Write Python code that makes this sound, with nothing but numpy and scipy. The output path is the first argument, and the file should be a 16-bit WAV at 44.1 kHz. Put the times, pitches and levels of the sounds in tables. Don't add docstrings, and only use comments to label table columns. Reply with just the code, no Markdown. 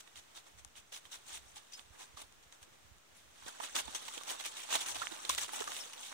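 import sys
import numpy as np
from scipy import signal
from scipy.fft import rfft, irfft
from scipy.io import wavfile

SR = 44100
rng = np.random.default_rng(int(sys.argv[2]) if len(sys.argv) > 2 else 0)


def ratio_of_db(decibels):
    return 10 ** (np.asarray(decibels, float) / 20)


def file_out(sig):
    cols = np.atleast_2d(sig).T
    lim = np.clip(cols, -1, 1)
    pcm = np.round(lim * 32767).astype(np.int16)
    wavfile.write(sys.argv[1], SR, pcm)


N = 270333

# f/Hz, level/dB per Hz
LEFT_PORT = [(130, -88.5), (340, -88.5), (500, -86.5), (620, -86), (830, -81), (1300, -88), (2200, -86),
             (3600, -81.5), (4650, -87), (6000, -75.5), (8500, -79), (10000, -82.5), (11300, -94),
             (15800, -99.7)]
RIGHT_PORT = [(130, -88), (340, -82.5), (500, -82), (640, -80.5), (860, -76.5), (1300, -79), (2200, -78),
              (3600, -72), (4650, -80.5), (6000, -85), (8500, -86.5), (10000, -95), (11300, -95.5),
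              (15800, -88.5)]
PORT_LAG_S = .00022
POLARITY = np.array([[1.], [-1.]])
WIND_SIDES_DB = np.array([[-9], [5]])
SPLIT_HZ = 1750


def rms_one(x):
    return x / np.sqrt(np.mean(x ** 2) + 1e-20)


def pan_gain(db, left_right_db):
    return ratio_of_db(db + left_right_db * np.array([[.5], [-.5]]))


def cut(x, hz, kind, order):
    return signal.sosfilt(signal.butter(order, hz, kind, fs=SR, output="sos"), x)


def at_hz(points, hz):
    points = np.array(points)
    return np.interp(np.log(hz + 1), np.log(points[:, 0]), points[:, 1])


def colour(x, left, right):
    hz = np.arange(2049) * SR / 4096
    cepstrum = irfft(np.log(ratio_of_db(np.array([at_hz(left, hz), at_hz(right, hz)]))))
    cepstrum[:, 1:2048] *= 2
    cepstrum[:, 2049:] = 0
    response = irfft(np.exp(rfft(cepstrum)))[(None,) * (x.ndim - 2)]
    return signal.fftconvolve(x, response, axes=-1)[..., :x.shape[-1]]


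def drift(rate):
    r = np.exp(-2 * np.pi * rate / SR)
    return rms_one(signal.lfilter([1], [1, -2 * r, r * r], rng.standard_normal(N + SR))[SR:])


def ring(clicks, hz, t60):
    r, w = ratio_of_db(-60 / (t60 * SR)), 2 * np.pi * hz / SR
    return signal.lfilter([0, np.sin(w)], [1, -2 * r * np.cos(w), r * r], clicks + 1e-18)


def wings(squareness, bed_top_db):
    # t/s, level/dB
    scrabble = [(0, -63), (.78, -72.5), (1.19, -62.5), (1.59, -61.5), (1.74, -64.5), (2.15, -65),
                (2.36, -74), (3.16, -79.5), (3.45, -53.5), (3.84, -49), (4.66, -50), (4.81, -45),
                (4.92, -48), (5.2, -50), (5.34, -42), (5.48, -78), (5.82, -52), (6.13, -52)]
    # t/s, swish level/dB, length/s, low flap against the swish/dB
    far_beats = [(0, -48, 0.026, -10), (0.074, -64, 0.03, 3.5), (0.178, -52.5, 0.054, -8),
                 (.374, -51, 0.052, -7), (0.593, -58, 0.036, -5.5), (0.779, -53.5, 0.052, -9.5),
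                 (0.947, -48.5, 0.052, -11.5), (0.971, -48.5, 0.038, -9), (1.06, -62.5, .045, -4),
                 (1.143, -47, 0.062, -10), (1.307, -51, 0.1, -6.5), (1.355, -45.5, 0.066, -10.5),
                 (1.575, -50.5, 0.043, -7), (1.74, -54, 0.045, -24), (1.788, -56.5, 0.061, -4.5),
                 (1.96, -65, 0.072, 4.5), (2.019, -51, 0.072, -3.5), (2.22, -48.5, 0.013, -2),
                 (2.327, -71, 0.028, 3), (2.436, -62, .02, -11), (2.633, -60, 0.046, -4),
                 (2.744, -66.5, .047, -0.5)]
    near_beats = [(3.486, -49, 0.039, -0.5), (3.642, -43, 0.06, -3.5), (3.753, -48, 0.013, 8.5),
                  (3.765, -35.5, 0.015, -3), (3.788, -36, 0.038, -9), (3.805, -38, 0.024, -7),
                  (4.074, -53.5, 0.13, -29), (4.155, -47.5, 0.056, -23), (4.308, -41.5, 0.082, -5),
                  (4.415, -52, 0.075, -8), (4.462, -37, 0.011, -13), (4.638, -45, 0.013, -20),
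                  (4.466, -42, 0.059, -10.5), (4.742, -35.5, 0.088, -5), (4.741, -34.5, .012, -11),
                  (4.756, -35.5, 0.021, -2), (4.814, -39.5, 0.012, -6), (4.821, -41.5, 0.052, -8),
                  (4.889, -41.5, .018, -8), (4.907, -42, 0.056, -4.5), (4.962, -41.5, 0.023, -2.5),
                  (5.005, -47, 0.14, -2.5), (5.772, -45, 0.2, -7), (6.06, -48, 0.13, -25),
                  (6.123, -55, 0.016, 4)]
    slaps = [(0.468, -61.5, 0.045, -1.5), (0.925, -52.5, 0.024, -2), (2.183, -50.5, 0.075, -4),
             (2.53, -63.5, 0.077, -1), (3.169, -63, 0.11, -9), (4.585, -47.5, 0.13, -8.5),
             (5.123, -49.5, 0.096, -2.5), (5.317, -41.5, 0.072, -28), (5.419, -39.5, 0.071, -6.5),
             (5.488, -47, 0.045, -1.5), (5.551, -42.5, 0.17, -4), (5.688, -50, 0.1, 2.5),
             (5.97, -62.5, 0.18, 3)]
    bangs = [
        (3.757, -37.5, 0.023, -3),
        (3.949, -37.5, 0.027, -8.5),
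        (4.861, -40.5, 0.022, -2.5),
        (4.399, -48.5, .012, 0),
        (4.948, -50, .015, -4),
        (5.2942, -30.5, 0.021, -12),
        (5.3793, -34, 0.025, -8.5),
    ]
    t = np.arange(0, N, 32) / SR
    strokes = np.concatenate([far_beats, near_beats, slaps, bangs])
    s, peak_db, length, flap_db = np.transpose(strokes)[:, :, None]
    kinds = [[.48, .21, .06], [1.6, 1.7, 1.5]]
    counts = [len(far_beats) + len(near_beats), len(slaps), len(bangs)]
    swell, end = np.repeat(kinds, counts, axis=1)[:, :, None]
    side = np.where(t < s, swell * length, (1 - swell) * length)
    distance = np.abs((t - s) / np.maximum(side, .0012))
    bump = ratio_of_db(peak_db - 11.5 * distance ** np.where(t < s, squareness, end)) ** 2
    bed_db = np.interp(np.arange(N) / SR, *np.transpose(scrabble))

    def level(power, floor_db):
        return np.sqrt(np.interp(np.arange(N) / SR, t, power.sum(0)) + ratio_of_db(floor_db) ** 2)

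    flap, swish, top = feathers(per_s=10000, spread_db=3.0, cycles=9.5, hiss=.42, patchy_db=2.4)
    flap = flap * level(bump * ratio_of_db(flap_db) ** 2, bed_db - 6.5)
    swish_level = level(bump, bed_db - 2.5)
    return flap + swish * swish_level + top * level(bump, bed_db + bed_top_db), swish_level


def feathers(per_s, spread_db, cycles, hiss, patchy_db):
    lag_spread_s, top_hz, pitch_count = .00013, 10600, 64
    chance = rng.random((N, 2))
    lag = (PORT_LAG_S + lag_spread_s * rng.standard_normal(N)) * SR
    lag = np.clip(lag, -40, 60).astype(int)
    sizes = ratio_of_db(spread_db * np.minimum(rng.exponential(1, N), 3)) * rng.choice([-1, 1], N)
    born = np.flatnonzero(chance[100:-100, 0] < per_s / SR) + 100
    pitch_of = (chance[born, 1] * pitch_count).astype(int)
    pitches = np.geomspace(200, 15500, pitch_count) * rng.uniform(.98, 1.02, pitch_count)
    patches = [ratio_of_db(patchy_db * drift(25.0)) for _ in range(8)]
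    barbs = np.zeros((2, N))
    for k, hz in enumerate(pitches):
        at, clicks = born[pitch_of == k], np.zeros((2, N))
        clicks[0, at] = sizes[at] * patches[k // 8][at]
        clicks[1, at + lag[at]] = -clicks[0, at]
        barbs += ring(clicks, hz, cycles * hz ** -.75) * hz ** 0.78
    air = rng.standard_normal((2, N))
    shared = cut(air[0], 2440, "low", order=2)
    air[1] = cut(air[1], 1500, "high", order=2) - np.roll(shared, int(PORT_LAG_S * SR))
    both = np.sqrt(1 - hiss) * rms_one(barbs) + np.sqrt(hiss) * air * ratio_of_db(1.8 * drift(88))
    both = colour(both, LEFT_PORT, RIGHT_PORT)
    flap = rms_one(cut(both, SPLIT_HZ, "low", order=3))
    swish = rms_one(cut(both, SPLIT_HZ, "high", order=3))
    return flap, cut(swish, top_hz, "low", order=4), cut(swish, top_hz, "high", order=4)


def ticks(level, per_s, level_db):
    sizes = ratio_of_db(5.6 * np.minimum(rng.exponential(1, N), 3)) * rng.choice([-1, 1], N)
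    clicks = (rng.random(N) < per_s / SR) * sizes
    clicks = np.array([clicks, -np.roll(clicks, int(PORT_LAG_S * SR))])
    clicks = cut(colour(clicks, LEFT_PORT, RIGHT_PORT), SPLIT_HZ, "high", order=2)
    return rms_one(clicks) * level * ratio_of_db(level_db)


def wire(taps, level_db, spread, t60_s, share):
    out, t = np.zeros((2, N + 4096)), np.arange(4000) / SR
    noise, lag = rng.standard_normal((len(taps), 2, len(t))), int(PORT_LAG_S * SR)
    for (s, peak_db, hz, pan_db), crack in zip(taps, noise):
        t60 = t60_s * (1000 / hz) ** 0.12
        crack = crack * ratio_of_db(-60 * t / np.maximum(t60 * 1.2, .001)) * np.minimum(t * hz / 0.72, 1)
        contact = crack[0] * (t < 4.0 / hz + .001)
        crack = cut(crack, min(17.0 * hz, 18000), "low", order=1)
        rung = sum(ring(contact, hz * (1 + spread) ** k, t60) * 0.11 ** abs(k) for k in (-1, 0, 1))
        parts = np.array([rung * POLARITY, cut(crack, 510, "high", order=2)])
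        rung, crack = [part / np.abs(part).max() for part in colour(parts, LEFT_PORT, RIGHT_PORT)]
        tap = (share * rung + (1 - share) * crack) * pan_gain(peak_db + level_db, pan_db)
        at = round(s * SR)
        out[0, at:at + len(t)] += tap[0]
        out[1, at + lag:at + lag + len(t)] += tap[1]
    return out[:, :N]


def claws():
    # t/s, peak/dB, ring f/Hz, left-right/dB
    cracks = [(.926, -29, 6570, 1), (2.524, -34.5, 3380, 2), (2.628, -35.5, 1630, 1),
              (3.463, -36, 1190, -12), (3.754, -24, 1710, 0), (3.765, -27, 3150, -9),
              (4.081, -26, 910, -3.5), (4.177, -24, 3700, -3.5), (4.407, -26, 3880, -5),
              (4.439, -40, 3340, -6), (4.46, -37, 3560, 12), (4.754, -17, 3700, -12),
              (4.946, -27, 1210, 12), (5.25, -22, 3220, -5), (5.295, -17, 1140, 2.5),
              (5.348, -29, 5850, -1), (5.382, -24, 7100, -14), (5.64, -32, 966, -4), (5.718, -23, 3070, 0),
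              (5.765, -23.5, 2980, -4)]
    return wire(cracks, level_db=-5, spread=0.25, t60_s=0.025, share=0.22)


def knocks():
    # t/s, peak/dB, ring f/Hz, left-right/dB
    panel_hits = [(1.564, -37.5, 830, -2.5), (3.481, -34, 1580, -1), (3.6, -30, 1700, -4),
                  (3.694, -39, 1670, -13), (3.878, -27.5, 910, -1.5), (4.21, -34.5, 1160, -12.5),
                  (4.689, -28.5, 903, -4), (4.862, -30, 1610, 11), (3.849, -39, 1000, -2),
                  (3.764, -24, 1500, -2), (4.749, -22, 900, -4), (5.018, -29, 1240, -3),
                  (5.022, -29, 1740, -6), (5.024, -29, 1250, -6), (5.035, -32, 1160, -2),
                  (5.054, -32, 1160, -6), (5.381, -21.5, 1990, 3), (5.533, -25, 886, 0),
                  (5.605, -20.5, 410, 0), (5.619, -22.5, 1310, -4), (5.675, -19, 1175, 6)]
    return wire(panel_hits, level_db=-4, spread=0.19, t60_s=0.031, share=0.53)


def pecks():
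    # t/s, peak/dB, ring f/Hz, left-right/dB
    beak_taps = [(.157, -34, 3380, -4), (.754, -42, 2970, -8), (1.052, -37, 3100, -11),
                 (1.118, -33, 6330, 11), (1.721, -35.5, 6000, 10), (1.998, -37, 3420, -1),
                 (3.636, -27, 3900, -12), (3.787, -30, 3300, .5), (3.845, -38, 2980, -4),
                 (3.953, -27, 6300, 13), (3.955, -28, 2520, -4), (4.304, -18.5, 2960, 0),
                 (4.409, -32, 3900, -4), (4.397, -27.5, 3960, -9), (4.568, -22, 3640, 2),
                 (4.705, -26, 3600, -9), (4.725, -14, 2950, -8), (5.119, -32, 3780, -18),
                 (5.789, -29, 3120, -4), (4.713, -26, 3450, -4), (4.738, -19, 3180, -4),
                 (4.761, -22, 3400, -4), (5.932, -26, 2890, 4), (5.978, -30, 3400, -4)]
    return wire(beak_taps, level_db=-7, spread=0.13, t60_s=0.043, share=0.36)


def thumps():
    # t/s, peak/dB, ring f/Hz, left-right/dB
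    air_pushes = [(1.794, -62, 278, 4), (2.672, -62, 340, -4), (3.459, -47.5, 380, -3.5),
                  (3.77, -39.5, 327, -2), (3.879, -50.5, 250, -10), (4.017, -53.5, 312, -3),
                  (4.172, -41.5, 450, -2.5), (4.309, -56, 432, -15), (4.751, -64, 354, -8),
                  (5.112, -43.5, 300, -2), (5.291, -60, 278, 18), (5.857, -55.5, 503, -11)]
    return wire(air_pushes, level_db=6.5, spread=0.33, t60_s=0.033, share=0.7)


def booms():
    # t/s, peak/dB, ring f/Hz, left-right/dB
    blows = [
        (.649, -47.5, 1140, 6),
        (2.171, -39.5, 1150, 0),
        (3.599, -36.5, 900, -3),
        (3.604, -33, 1100, -2),
        (5.015, -34, 1000, 2),
        (5.029, -35, 1850, -1.5),
        (5.295, -24, 1042, 1),
    ]
    return wire(blows, level_db=3.5, spread=0.14, t60_s=0.024, share=0.8)


def pings():
    # t/s, peak/dB, ring f/Hz, left-right/dB
    strands = [
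        (1.6, -61, 7700, 0),
        (1.733, -32, 4870, 8),
        (1.742, -36, 5400, 8),
        (1.737, -39, 6000, 8),
        (1.75, -36, 5050, -4),
        (3.1675, -49.5, 10500, 18),
        (4.5, -48, 4900, -2),
        (5.803, -46, 6800, 0),
        (6.02, -54, 15000, -3),
    ]
    return wire(strands, level_db=-6.0, spread=0.018, t60_s=0.074, share=0.83)


def snaps(table, t60_s, ring_share):
    out, t = np.zeros((2, N + 2048)), np.arange(1500)
    click = cut(colour((t == 0) * POLARITY, LEFT_PORT, RIGHT_PORT), 750, "high", order=2)
    for s, peak_db, hz, pan_db in table:
        rung = ring(click, hz, t60_s) + ring(click, 1.38 * hz, t60_s)
        body = cut(click + ring_share * np.sqrt(4000 / hz) * rung, .3 * hz, "high", order=2)
        snap = cut(body, min(hz ** 2 / 1450 + 600, 19000), "low", order=3)
        snap = snap / np.abs(snap).max() * pan_gain(peak_db, pan_db)
        for port, lag in enumerate((0, PORT_LAG_S)):
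            at = round((s + lag) * SR)
            out[port, at:at + len(t)] += snap[port]
    return out[:, :N]


def claw_slips():
    # t/s, peak/dB, ring f/Hz, left-right/dB
    slips = [(.6485, -38, 7300, 22.5), (.6486, -46, 13000, 10), (5.2947, -31, 13000, 3),
             (5.3495, -30, 13000, 6), (5.3804, -31, 13000, 3), (5.385, -30, 7500, 3),
             (1.7943, -37.5, 3600, -9), (3.483, -35.5, 8900, 19), (3.7649, -23, 6760, 5),
             (4.0817, -38, 8700, 11), (4.7546, -23, 6300, 3), (5.0701, -21.5, 2230, -3.5),
             (5.2945, -18.5, 9400, 7), (5.3494, -20, 8500, 4), (5.3806, -25, 7000, 0),
             (5.385, -24.5, 3540, -9), (5.642, -29.5, 9200, 4), (5.899, -41, 7000, 0)]
    return snaps(slips, t60_s=0.0046, ring_share=0.095)


def quill_catches():
    # t/s, peak/dB, ring f/Hz, left-right/dB
    catches = [(.0762, -43, 3010, -8), (.1613, -46, 2920, 0), (.3756, -38, 2840, 6), (.6776, -48, 3870, 2),
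               (.756, -45, 2920, 0), (.923, -44, 3100, 6), (1.1475, -38, 3700, 3), (1.3429, -36, 3530, 3),
               (1.3466, -42, 1470, 6), (1.3735, -34, 2750, -4), (1.5824, -47, 3440, 3),
               (1.7239, -40, 4820, 3), (1.7966, -42, 3350, -3), (2.2044, -39, 6020, 7),
               (2.3251, -47, 8000, 10), (2.528, -46, 1890, 0), (2.7434, -52, 2670, 6),
               (2.984, -49, 7500, 3), (3.0916, -53, 6970, 6), (3.424, -41, 1120, 0), (3.5871, -46, 9030, 3),
               (3.7538, -22, 9100, 7), (3.756, -25, 6000, 2), (3.7573, -26, 5800, 0),
               (3.7683, -31, 3300, 4), (3.7887, -25, 3350, 6), (3.9116, -36, 6620, 3),
               (3.9504, -24, 6190, 3), (4.0862, -31, 2320, -4), (4.1792, -33, 2340, -5),
               (4.2352, -29.5, 6360, 3), (4.2995, -28, 3000, 0), (4.4398, -32, 3180, 3),
               (4.4505, -28, 6620, 0), (4.4615, -34, 5330, 7), (4.5825, -34, 1810, 6),
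               (4.7259, -25, 1000, 0), (4.8152, -32, 3400, 3), (4.8643, -30, 6710, 7),
               (4.8865, -29, 8000, 5), (4.8985, -33, 7000, 3), (4.9058, -34, 8000, 5),
               (4.9478, -38, 5760, 0), (5.056, -34, 1300, 5), (5.4922, -31.5, 1470, -3),
               (5.6051, -28, 7570, 13), (5.6738, -33, 7000, 0), (5.7193, -35, 1460, -2),
               (5.9376, -35, 5500, 3), (6.1259, -34, 1630, -3)]
    return snaps(catches, t60_s=0.01, ring_share=0.029)


def squeaks():
    # t/s, peak/dB, f/Hz, length/s, left-right/dB
    slides = [
        (5.811, -43, 5480, 0.037, 6),
        (5.808, -54, 6200, .016, 6),
        (5.828, -54, 5200, 0.019, 11),
        (5.022, -33, 1374, .014, -10),
        (5.417, -45, 6050, .022, 6),
    ]
    out = np.zeros((2, N))
    for s, peak_db, hz, length, pan_db in slides:
        t = np.arange(int(length * SR)) / SR
        waver = .5 * np.sin(2 * np.pi * 90 * t)
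        tone = np.sin(2 * np.pi * hz * (t + [[PORT_LAG_S], [0]]) + waver)
        tone = tone * np.sin(np.pi * t / length) ** 2
        at = int((s - length / 2) * SR)
        out[:, at:at + len(t)] += tone * pan_gain(peak_db, pan_db) * POLARITY
    return out


def wind():
    # t/s, level/dB, length/s
    puffs = [(0.176, -65, .13), (0.58, -62, 0.14), (.66, -66, .08), (.79, -68.5, .08), (3.13, -69, 0.071),
             (1.8, -74, .15), (0.645, -67.5, 0.54), (0.837, -74, .1), (1.06, -68, 0.11),
             (1.182, -66, 0.068), (1.377, -68, 0.39), (1.44, -60.5, 0.081), (1.538, -68, .1),
             (1.888, -66, 0.15), (2.103, -66, .1), (2.247, -64.5, 0.13), (2.387, -67, 0.26),
             (2.464, -66, 0.081), (2.64, -64.5, 0.066), (2.718, -66, .08), (2.846, -68, 0.28),
             (2.96, -65, 0.086), (3.158, -81, .1), (3.3, -67.5, .3), (3.45, -63, 0.092), (3.762, -64, .12),
             (3.876, -64, 0.16), (4.32, -80, 0.23), (4.6, -78, 0.16), (4.733, -70, .1), (4.983, -58, 0.17),
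             (5.332, -60.5, 0.15), (5.417, -70.5, .4), (5.99, -86, .3)]
    calm_db, puff_fall_db = -85, 20.5
    eddies = ring(rng.standard_normal((2, N)), 65, .07) * ratio_of_db(1.5 * drift(14))
    eddies = rms_one(cut(cut(eddies, 53, "high", order=2), 180, "low", order=2))
    t = np.arange(0, N, 64) / SR
    s, peak_db, length = np.transpose(puffs)[:, :, None]
    puff = ratio_of_db(peak_db - puff_fall_db * np.abs(t - s) * 2 / length)
    power = ratio_of_db(calm_db) ** 2 + (puff ** 2).sum(0)
    return eddies * np.interp(np.arange(N) / SR, t, np.sqrt(power)) * ratio_of_db(WIND_SIDES_DB)


def jolts():
    # t/s, peak/dB
    pushes = [(.551, -59), (1.41, -63), (1.46, -63), (1.53, -65), (2.845, -64), (1.855, -63),
              (1.903, -50.5), (2.142, -54), (2.462, -60), (2.617, -58), (2.914, -52)]
    s, peak_db = np.transpose(pushes)
    push = np.zeros(N)
    push[(s * SR).astype(int)] = ratio_of_db(peak_db)
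    throb = ring(push, 71, 0.061) + 0.48 * ring(push, 97, .03)
    return cut(throb, 240, "low", order=2) * ratio_of_db(WIND_SIDES_DB)


def field():
    # f/Hz, level/dB per Hz
    left_air = [(60, -103), (480, -101), (1300, -101), (4600, -111), (6000, -104), (8500, -107.5),
                (11300, -117.5), (15800, -114.5)]
    right_air = [(60, -99), (480, -102), (1300, -101.5), (3600, -102), (4800, -108.5), (8500, -111.5),
                 (11000, -118), (15800, -114)]
    sway = ratio_of_db(.7 * drift(3))
    hiss = colour(rng.standard_normal((2, N)), left_air, right_air)
    return hiss * np.sqrt(SR / 2) * ratio_of_db(1.0) * sway


def scene():
    beats, bustle = wings(squareness=2.8, bed_top_db=-6.5)
    beats = beats + ticks(bustle, per_s=300, level_db=-11.0)
    hits = claws() + knocks() + pecks() + thumps() + booms() + pings()
    strands = claw_slips() + quill_catches() + squeaks()
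    return beats + hits + strands + wind() + jolts() + field()


def low_pass(x):
    return signal.sosfilt(signal.butter(12, 17010, fs=SR, output="sos"), x)


def record(dry):
    top_cut = signal.cheby2(16, 45, 16080, fs=SR, output="sos")
    mix = signal.sosfilt(top_cut, cut(dry, 45, "high", order=2)) - .0002
    return low_pass(mix)


dry = scene()
out = record(dry)
file_out(out)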